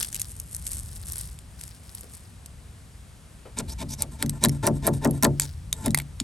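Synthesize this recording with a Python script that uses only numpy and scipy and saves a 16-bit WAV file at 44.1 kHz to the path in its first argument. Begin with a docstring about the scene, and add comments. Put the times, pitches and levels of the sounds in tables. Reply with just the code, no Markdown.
"""Outdoors, over faint hiss and a low rumble that swells in places as the piece is handled, a strip of brittle old
finish is peeled by hand off a wooden frame: beds of tiny cracks swell and fade under single loud ticks. Then a razor
scraper works in quick strokes: a grinding push of gritty noise, snapping flakes (bursts with a brief ring), a jolt
that booms through the wood's decaying modes, and a light draw-back that hisses and squeaks. Two close microphone
ports hear it all."""
import sys
import numpy as np
from scipy import signal
from scipy.fft import rfft, irfft, next_fast_len
from scipy.io import wavfile
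from scipy.ndimage import map_coordinates

SR = 44100
rng = np.random.default_rng(int(sys.argv[2]) if len(sys.argv) > 2 else 0)


def generate_wav(signal):
    """Clip the signal to [-1, 1] and save it as 16-bit WAV at the path in sys.argv[1]."""
    frames = np.transpose(np.atleast_2d(signal))
    scaled = np.clip(frames, -1, 1) * 32767
    pcm = np.round(scaled).astype(np.int16)
    wavfile.write(sys.argv[1], SR, pcm)


N = 274743


def amp(db):
    """Decibels to gain."""
    return 10 ** (np.asarray(db) / 20)


def unit(x):
    """Scaled to rms 1."""
    return x / np.sqrt(np.mean(x ** 2) + 1e-20)


def along(points, hz):
    """(Hz, value) points read on a log frequency axis."""
    f, value = np.transpose(points)
    return np.interp(np.log(hz + 1), np.log(f + 1), value)


def curve(rows):
    """(s, value) rows, one value per sample."""
    return np.interp(np.arange(N) / SR, *np.transpose(rows))


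def wobble(rate, size):
    """A smooth random curve, rate knots a second."""
    knots = rng.standard_normal(int(size * rate / SR) + 4)
    return map_coordinates(knots, [np.arange(size) * rate / SR])


def filtered(x, response):
    """x times a response of frequency."""
    n = x.shape[-1]
    m = next_fast_len(n + 4096)
    return irfft(rfft(x, m) * response(np.fft.rfftfreq(m, 1 / SR)), m)[..., :n]


def struck(x, level_db):
    """A short sound through a causal (minimum-phase) colour: nothing rings before the blow."""
    n = len(x)
    cepstrum = irfft(np.log(amp(level_db(np.fft.rfftfreq(n, 1 / SR)))), n)
    cepstrum[1:n // 2] *= 2
    cepstrum[n // 2 + 1:] = 0
    return irfft(rfft(x) * np.exp(rfft(cepstrum)), n)


def add(track, s, sound):
    """Mix a sound in at time s."""
    part = track[max(round(s * SR), 0):][:len(sound)]
    part += sound[:len(part)]


def grit(size, rate, spread_db, smooth):
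    """Tiny fractures of scattered size, rate a second, over smooth friction noise."""
    hits = (rng.random(size) < rate / SR) * rng.choice([-1, 1], size)
    cracks = hits * amp(spread_db * np.clip(rng.standard_normal(size), -2, 2))
    return unit(cracks) + smooth * rng.standard_normal(size)


def fractures(rows, spectrum, t60, tail_db, tail_t60, ring_db=-7.5, ring_t60=0.019):
    """Each break is a burst of a few ms with a faint tail; flakes with a given pitch also ring briefly."""
    out, t = np.zeros(N), np.arange(4096) / SR

    def early(x):
        """Scaled to rms 1 over the first 3 ms."""
        return x / np.sqrt(np.mean(x[t < .003] ** 2))

    for s, db, body_db, top_db, *flake_hz in rows:
        length = t60 * amp(np.clip(body_db, -25, 6) / 5)  # less body breaks faster
        decay = amp(-60 * t / length) + amp(tail_db - 60 * t / tail_t60)
        burst = rng.standard_normal(len(t)) * decay
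        shade = [(3200, body_db), (5500, 0), (8500, 0), (10500, top_db)]
        crack = early(struck(burst, lambda hz: along(spectrum, hz) + along(shade, hz)))
        for hz in flake_hz:
            ring = np.sin(2 * np.pi * hz * t) * amp(-60 * t / ring_t60)
            crack = early(crack + amp(ring_db) * early(ring))
        add(out, s, amp(db) * crack)
    return out


# colour of the outdoor rumble and hiss: [f/Hz, relative level per Hz/dB]
AIR_COLOUR = [(20, -18), (35, -9), (60, 0), (150, -12), (240, -22), (350, -30), (900, -34), (2500, -38.5),
              (6500, -41.5), (10700, -34.3), (12000, -46), (13000, -62)]
# slow rise and fall of the low rumble: [t/s, level/dB], a random wobble rides on top
RUMBLE_LEVEL = [(0, -2.5), (0.6, 3.5), (1.3, 2), (1.42, -2.5), (3.48, -3), (3.62, 6.5), (4.2, 3),
                (5.65, 9.5), (6.2, 1)]


def outdoors(level_db=-43):
    """Low rumble, swelling in places as the piece is handled, under a steady hiss; a little differs between ports."""
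    noise = rng.standard_normal((2, N))
    common, apart = filtered(noise, lambda hz: amp(along(AIR_COLOUR, hz)) / (1 + (24 / (hz + 1)) ** 4))
    scale = amp(level_db) / np.std(common)  # set before the rumble swells
    rumble = filtered(common, lambda hz: 1 / (1 + (hz / 160) ** 4))
    common = common + rumble * (amp(curve(RUMBLE_LEVEL) + wobble(1.77, N)) - 1)
    apart_db = [(100, -18), (400, -9), (1500, -5), (5000, -8), (9000, -22)]
    apart = filtered(apart, lambda hz: amp(along(apart_db, hz)))
    return scale * common, scale * apart


def boards(x, level_db=-17, t60=0.085, dull_hz=7000):
    """Nearby boards scatter a brief reflection, different at each port."""
    t = np.arange(SR // 8) / SR
    tail = rng.standard_normal((2, len(t))) * amp(-60 * t / t60) * (t > .002)
    tail = filtered(tail / np.linalg.norm(tail[0]), lambda hz: 1 / (1 + (hz / dull_hz) ** 2))
    return amp(level_db) * signal.fftconvolve(x[None], tail, axes=1)[:, :N]


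# soft thumps as the hand settles: [t/s, level before the soft onset and decay/dB]
HAND_THUMPS = [(2.03, -46), (3.452, -38)]


def thumps(rise=0.0049, t60=0.17):
    """A soft contact is a dull puff of noise with no crack."""
    out, t = np.zeros(N), np.arange(SR // 4) / SR
    dull_db = [(150, -6), (420, 5), (900, -9.5), (2500, -19), (4500, -28), (12000, -60)]
    for s, db in HAND_THUMPS:
        puff = unit(filtered(rng.standard_normal(len(t)), lambda hz: amp(along(dull_db, hz))))
        add(out, s, puff * (1 - np.exp(-t / rise)) * amp(db - 60 * t / t60))
    return out


# crackling and rustling swells: pulls on the strip, and at 5.4 s a scraped flake curling up:
# [peak t/s, rise/s, fall/s, crackle level/dB, rustle level/dB], levels before the fast random wobble
CRACKLE_SWELLS = [(0.013, 0.036, 0.051, -30.5, -40), (0.21, 0.1, 0.046, -42, -49),
                  (0.3, .1, 0.34, -44, -69), (0.54, 0.12, 0.17, -42.5, -70), (0.7, 0.063, 0.13, -35, -54),
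                  (1.19, 0.18, 0.065, -35.5, -47), (1.63, 0.06, 0.15, -49, -56.5),
                  (1.97, .14, 0.11, -48.5, -55.5), (2.14, 0.054, 0.1, -49, -60),
                  (5.425, 0.022, 0.054, -44, -44)]
# colour of the crackling: [f/Hz, relative level per Hz/dB]
CRACKLE_COLOUR = [(300, -9), (900, -20), (1600, -19.5), (2700, -17), (4000, -14.5), (6500, -6.5), (8300, 2),
                  (10700, 7), (12000, -4), (13500, -23), (16000, -48)]
# colour of the curl's rustle: [f/Hz, relative level per Hz/dB]
RUSTLE_COLOUR = [(500, 9), (1100, 10.5), (1750, 17.5), (2400, 7), (3500, 18.5), (5500, 25), (7000, 10),
                 (9000, 7), (14000, 9.5)]
SWELL_DROP_DB = 8.5  # both beds lie this far under their peak one rise before it and one fall after it


def peeling():
    """Finish letting go crackles in a dense run of tiny cracks, swelling and fading; its curl radiates a lower rustle."""
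    cracks = grit(N, rate=590, spread_db=5.0, smooth=0.17)
    crackle = unit(filtered(cracks, lambda hz: amp(along(CRACKLE_COLOUR, hz))))
    shivers = grit(N, rate=990, spread_db=13.5, smooth=0.2)
    rustle = unit(filtered(shivers, lambda hz: amp(along(RUSTLE_COLOUR, hz))))
    peak, rise, fall, crackle_db, rustle_db = np.transpose(CRACKLE_SWELLS)[:, :, None]
    t = np.arange(N) / SR - peak
    slack_db = SWELL_DROP_DB * np.maximum(-t / rise, t / fall)

    def level(peak_db):
        """The strongest swell at each moment sets the gain."""
        return amp(np.max(peak_db - slack_db, axis=0))

    return (crackle * level(crackle_db) + rustle * level(rustle_db)) * amp(2.35 * wobble(69.74, N))


# the loudest cracks of the bending strip: [t/s, level before a common trim/dB, body/dB]
STRIP_CRACKS = [(0.0287, -18.5, 5), (0.0469, -26, 9.5), (0.128, -28.5, 7.5), (0.1455, -22, 3),
                (0.1554, -27, 6), (0.163, -26.5, 3), (0.1964, -25.5, 2.5), (0.2011, -25, -2),
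                (0.2166, -18.5, 0), (0.3998, -24.5, -7), (0.5478, -24, -8), (0.565, -26, -7),
                (0.6673, -23, 0), (0.676, -26, -5), (0.7164, -28, -4), (1.121, -25.5, -30),
                (1.182, -26.5, 0), (1.3886, -39, 5), (1.6117, -32.5, 6), (1.637, -31, 1), (1.6786, -38, 7),
                (1.951, -28.5, -49), (2.0097, -34, -5), (2.4601, -35, 4.5)]
# colour of one crack before its own body and treble: [f/Hz, relative level per Hz/dB]
CRACK_COLOUR = [(300, -26), (900, -33), (1600, -21.5), (2700, -14), (4000, -13.5), (6500, -2.5), (8300, 0),
                (10700, 6.5), (12000, -3), (13500, -14), (16000, -32)]
TICK_TOP_DB, TICK_THINNING = 0, .3  # treble of a crack, and the dB it gains per dB less body


def ticks():
    """Single cracks of the strip: the less body, the brighter."""
    rows = [(s, db, body_db, TICK_TOP_DB - TICK_THINNING * body_db) for s, db, body_db in STRIP_CRACKS]
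    return amp(-2) * fractures(rows, CRACK_COLOUR, t60=0.0094, tail_db=-26, tail_t60=0.084)


# resonances of the wooden frame: [f/Hz, level/dB, t60/s]; a jolt scatters pitch and level a little
FRAME_MODES = [(101.8, 9, 0.25), (141.9, 6.5, 0.67), (167.8, 3.5, 0.28), (226.7, 8, 0.29),
               (278, -1.5, 0.42), (349.6, -3, 0.32), (414.7, -3.5, 0.17), (458, -6, 0.11), (577, 0.5, 0.13),
               (660, -0.5, 0.11), (742, -19, 0.23), (785, -11, 0.11), (885.5, -3.5, 0.1), (1033, -8, 0.068),
               (1385, -11, 0.068), (1777, -10.5, 0.022)]


def frame_response(hz):
    """The frame's resonances under steady rubbing: the longer a mode rings, the narrower its peak."""
    total = 0
    for k, (f, db, t60) in enumerate(FRAME_MODES):
        width = np.log(1000) / np.pi / t60
        total = total + (-1) ** k * amp(db) * 1j * hz * width / (f * f - hz * hz + 1j * hz * width)
    return total


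# colour of the wood as light rubbing drives it: [f/Hz, gain/dB]
MURMUR_COLOUR = [(100, -5.5), (300, 7), (600, -8), (900, 1.5), (1800, -4.5), (3000, -3), (6000, -48)]


def murmur(force):
    """The frame's answer to rubbing, at rms 1."""
    return unit(filtered(force, lambda hz: frame_response(hz) * amp(along(MURMUR_COLOUR, hz))))


# colour of the rubbing edge: [f/Hz, relative level per Hz/dB]
EDGE_COLOUR = [(400, -11), (1200, -39), (2300, -12.5), (3000, -8.5), (3800, -6.5), (4600, -6), (5600, -5.5),
               (8000, -7.5), (10700, -2.5), (12000, -11.5), (13500, -36), (16000, -57)]
# resonances of the steel scraper: [f/Hz, width/Hz, lift/dB]
STEEL_MODES = [(2250, 480, 14.5), (3730, 210, 10), (5200, 220, 1), (8000, 690, 5)]


def steel_db(hz):
    """The rasp of the edge, lifted where the scraper rings."""
    lift = sum(db / (1 + (2 * (hz - f) / width) ** 2) for f, width, db in STEEL_MODES)
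    return along(EDGE_COLOUR, hz) + lift


def stroke(start, end, first_db, last_db, edge, chatter_db):
    """The level of one blade stroke: soft ends, a steady change of pressure, uneven grip."""
    t = np.arange(int((max(end - start, .005) + edge) * SR)) / SR
    gate = np.clip(np.minimum(t, t[-1] - t) / edge, 0, 1)
    return gate * amp(np.linspace(first_db, last_db, len(t)) + chatter_db * wobble(179.0, len(t)))


# scraper strokes; the blade pushes, jolts into the wood, rests and is drawn back:
# [jolt t/s, push before it/s, rasp level/dB, rasp swell/dB, boom level/dB, knock level/dB,
#  rest/s, draw-back level/dB, draw-back swell/dB, first ring f/Hz]
BLADE_STROKES = [(3.597, .028, -37, 9, -40.5, -43, 0.083, -41.5, 5, 3700),
                 (3.821, .04, -40.5, 14, -39, -44, 0.069, -38.5, 9, 4660),
                 (4.027, 0.037, -43.5, 15, -45.5, -45.5, 0.088, -51, -9, 8600),
                 (4.227, 0.038, -44, 14, -28, -41, 0.099, -53, 5, 8100),
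                 (4.442, 0.031, -35, 32, -23, -30, 0.074, -49.5, -1, 9000),
                 (4.673, .042, -36.5, -4, -25.5, -24.5, 0.051, -52.5, 18, 8900),
                 (4.874, .049, -38.5, 18.5, -26.5, -25.5, 0.06, -45.5, -21, 9500),
                 (5.05, .035, -43, 17, -24, -24, .08, -48.5, 9, 9150),
                 (5.247, .018, -32, -8, -24.5, -24, .158, -38.5, -9, 6450),
                 (5.861, 0.027, -39.5, 26, -25.5, -34.5, .105, -52, -3, 7900),
                 (6.204, 0.0044, -42, 0, -31, -65, .08, -50, 0, 8300)]
BACK_S, BACK_WOOD_DB = 0.057, -47  # length of a draw-back, and the frame's murmur under it
FLAT_HZ, GLIDE = 7860, 0.6  # ring of the flat blade, and the share of the way the ring glides to it


def draw_backs():
    """After each jolt and a short rest, the blade slides back lightly and flattens, so its ring glides."""
    rows = []
    for s, *_, rest, db, swell_db, hz in BLADE_STROKES:
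        start = s + rest
        last_hz = hz + GLIDE * (FLAT_HZ - hz)
        rows.append((start, start + BACK_S, db - swell_db / 2, db + swell_db / 2, hz, last_hz, BACK_WOOD_DB))
    return rows


# the blade slides up to a flake:
# [start t/s, end t/s, first level/dB, last level/dB, first ring f/Hz, last ring f/Hz, wood level/dB]
APPROACH_SLIDES = [(3.981, 4.018, -46, -37, 6030, 4620, -46), (5.729, 5.855, -53, -47.5, 8100, 7500, -45)]


def slides(edge=0.014, ring_db=-3.0, width_hz=650, tilt_db=5.5):
    """Light contact gives a thinner hiss with a squeaky ring that glides as the blade's angle changes."""
    out = np.zeros(N)
    for start, end, first_db, last_db, first_hz, last_hz, wood_db in APPROACH_SLIDES + draw_backs():
        level = stroke(start, end, first_db, last_db, edge, chatter_db=2.0)
        force = grit(len(level), rate=1500, spread_db=0.5, smooth=0.84)
        # tilt_db per octave brightens the rasp into a hiss
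        hiss = unit(filtered(force, lambda hz: amp(steel_db(hz) + tilt_db * np.log2(hz / first_hz + .01))))
        noise = rng.standard_normal(len(level))
        flutter = unit(filtered(noise, lambda hz: 1 / (1 + (hz / width_hz) ** 2)))
        phase = 2 * np.pi * np.cumsum(np.linspace(first_hz, last_hz, len(level))) / SR
        ring = unit(flutter * np.sin(phase))
        wood = amp(wood_db) * unit(level) * murmur(force)
        add(out, start - edge / 2, level * unit(hiss + amp(ring_db) * ring) + wood)
    return out


WOOD_DB, WOOD_GROWS = 20.5, 0.45  # murmur over the rasp at a 0 dB knock, and dB per dB of knock
OVERRUN_S = .011  # a push runs on just past the jolt


def pushes(edge=.012):
    """The edge grinds through the finish as its pressure changes; the frame murmurs more before a hard knock."""
    out = np.zeros(N)
    for s, lead, rasp_db, swell_db, _, knock_db, *_ in BLADE_STROKES:
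        first_db, last_db = rasp_db - swell_db / 2, rasp_db + swell_db / 2
        level = stroke(s - lead, s + OVERRUN_S, first_db, last_db, edge, chatter_db=1.0)
        force = grit(len(level), rate=1500, spread_db=3.5, smooth=0.76)
        rasp = unit(filtered(force, lambda hz: amp(steel_db(hz))))
        wood = unit(level) * amp(rasp_db + WOOD_DB + WOOD_GROWS * knock_db) * murmur(force)
        add(out, s - lead - edge / 2, level * rasp + wood)
    return out


# colour of the frame's dense, unresolved ring: [f/Hz, relative level per Hz/dB]
DENSE_COLOUR = [(40, -14), (75, 2), (130, 0.5), (220, 11), (330, -2.5), (650, -10), (1100, -9), (1800, -13),
                (3000, -23), (6000, -25)]
# how long that dense ring lasts: [f/Hz, t60/s]
DENSE_DECAY = [(80, 0.36), (200, 0.33), (500, 0.21), (1200, 0.086), (3000, 0.026)]


def jolts(build=0.018, dense_db=-7.5, split_hz=320, sweep_db=-8, sweep_hz=340, sweep_fall=0.074, sweep_t60=0.6):
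    """Bending waves travel slower the lower they are: the knock comes first, the boom swells and sinks after it."""
    out, t = np.zeros(N), np.arange(SR // 2) / SR

    def life(hz, t60, t):
        """Build-up, slower for low pitches, then decay."""
        return (1 - np.exp(-(t / build) ** 2 * (hz / 200) ** 3)) * amp(-60 * t / t60)

    for s, _, _, _, boom_db, knock_db, *_ in BLADE_STROKES:
        ring = np.zeros(len(t))
        for hz, db, t60 in FRAME_MODES:
            gain = amp(db + rng.normal(0, 1.12))
            cycles = hz * rng.normal(1, 0.0062) * t + rng.random()
            ring += gain * life(hz, t60, t) * np.sin(2 * np.pi * cycles)
        hz, age, z = signal.stft(rng.standard_normal(len(t)), SR, nperseg=256)
        hz = hz[:, None]
        z = z * amp(along(DENSE_COLOUR, hz)) * life(hz, along(DENSE_DECAY, hz), age)
        dense = signal.istft(z, SR)[1][:len(t)]
        pitch = sweep_hz * np.exp(-t / sweep_fall)
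        sweep = np.sin(2 * np.pi * np.cumsum(pitch) / SR)
        sweep = life(sweep_hz, sweep_t60, t) / (1 + (55 / pitch) ** 6) * sweep  # fades as it sinks past 55 Hz
        wood = unit(ring) + amp(dense_db) * unit(dense) + amp(sweep_db) * unit(sweep)
        boom = filtered(wood, lambda hz: 1 / (1 + (hz / split_hz) ** 8))
        knock = wood - boom
        boom = boom / np.std(boom[t < .1])
        knock = knock / np.std(knock[t < .04])
        add(out, s, amp(boom_db) * boom + amp(knock_db) * knock)
    return out


# the loudest flakes snapping under the blade:
# [t/s, level before a common trim/dB, body/dB, top/dB, flake's ring f/Hz]
FLAKE_SNAPS = [(3.5876, -21, -10, -22, 7070), (4.0216, -15, -4.5, -0.5, 8670),
               (4.2257, -17, 13.5, -2, 9300), (4.2953, -21.5, 8, -2.5, 8200), (4.4389, -9.5, -12, -5, 3960),
               (4.4493, -12.5, 14, 1.5, 3950), (4.4576, -20, 11, -15, 1760), (4.4858, -26.5, 11, 2, 9300),
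               (4.4938, -24.5, 8.5, -4, 5450), (4.6682, -15, -15, -2.5, 9100), (4.6727, -17, 11, -7, 5840),
               (4.868, -16.5, -9, 0.5, 9900), (4.8732, -15.5, -25, 31, 8240), (5.0474, -22, -12, -5, 5770),
               (5.074, -35, -14, -5, 8100), (5.1096, -26, 5, 9.5, 9800), (5.226, -18.5, 10.5, 2, 5630),
               (5.2332, -13, 12, 0.5, 9700), (5.2449, -13, 6, 6, 7980), (5.2495, -15.5, 16.5, -24, 1780),
               (5.3981, -13, 10, -2.5, 7750), (5.4191, -22.5, 6.5, -13, 7400), (5.433, -31, 9, -6, 4900),
               (5.7281, -16, 5, -9, 3700), (5.8602, -19.5, -1, 2.5, 9300), (5.8807, -31, 16, -2, 3700),
               (5.907, -31.5, 4, -9, 3940), (5.9464, -11.5, 15, 1, 2100), (5.9751, -20.5, 17, 0, 9100),
               (5.9869, -21.5, 17.5, 0.5, 8360), (6.0002, -28, 26, 1, 2230),
               (6.2008, -20.5, 10.5, -12, 6920)]
# colour of a breaking flake before its own body and top: [f/Hz, relative level per Hz/dB]
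SNAP_COLOUR = [(200, -52), (700, -20), (1200, -23), (2000, -13), (2900, -19.5), (3900, -9), (4700, -2.5),
               (6500, -1.5), (8200, 1.5), (10500, 10.5), (12000, 3), (14000, -14.5), (16000, -20)]
# a smaller chip follows: median delay (s), its scatter (log units), mean level re the snap (dB), median ring (Hz)
CHIP_AFTER_S, CHIP_SCATTER, CHIP_DB, CHIP_HZ = .013, .6, -21, 8800


def flakes():
    """Flakes snap off, each followed by a small chip of the same stuff."""
    chance = rng.standard_normal((len(FLAKE_SNAPS), 3))
    chips = []
    for (s, db, body_db, top_db, _), (late, loud, high) in zip(FLAKE_SNAPS, chance):
        chip_s = s + CHIP_AFTER_S * np.exp(CHIP_SCATTER * late)
        chip_db = db + CHIP_DB + 2 * loud
        chips.append((chip_s, chip_db, body_db, top_db, CHIP_HZ * np.exp(0.136 * high)))
    return amp(-.5) * fractures(FLAKE_SNAPS + chips, SNAP_COLOUR, t60=.0065, tail_db=-17, tail_t60=.03)


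# phase gap between the two ports: [f/Hz, lead of the left/rad]
PORT_LEAD = [(20, 0), (150, .15), (300, .4), (600, .6), (1600, -.4), (3400, .7), (6500, .25), (7700, .7),
             (8600, 0), (10300, -3.14), (11800, -6.1), (13500, -9.2), (15200, -12.5)]


def ports(x, side):
    """The two ports hear one sound, its balance set by side, with a phase gap that grows in the high treble."""
    def gap(hz):
        """Half the gap, given to the left and taken from the right."""
        return amp(along(side, hz) / 2) * np.exp(.5j * along(PORT_LEAD, hz))

    return filtered(x, lambda hz: np.array([gap(hz), 1 / gap(hz)]))


# where the peeling, the blade and the outdoor air sit: [f/Hz, left minus right level/dB]
STRIP_BALANCE = [(500, 9.5), (2200, 13.5), (4500, 7), (6000, 4.5), (7300, 4), (9000, 0.5)]
BLADE_BALANCE = [(100, 2.5), (280, 0.8), (400, 0), (650, 6), (1100, 4.5), (2200, -0.5), (10000, 0)]
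AIR_BALANCE = [(100, 1.2), (900, 3.5), (3000, 1), (7000, 4), (9000, 0)]


def scene():
    """Peeling, then scraping, in the open air."""
    air, apart = outdoors()
    strip = peeling() + ticks()
    blade = thumps() + slides() + pushes() + jolts() + flakes()
    background = ports(air, AIR_BALANCE) + np.array([apart, -apart])
    direct = ports(strip, STRIP_BALANCE) + ports(blade, BLADE_BALANCE)
    return background + boards(strip + blade) + direct


TOP_HZ = 16700  # band limit


def record(dry):
    """The sharpest peaks are rounded off, and nothing is kept above the band limit."""
    rounded = dry / (1 + (dry / .85) ** 6) ** (1 / 6)
    return filtered(rounded, lambda hz: hz < TOP_HZ)


dry = scene()
out = record(dry)
generate_wav(out)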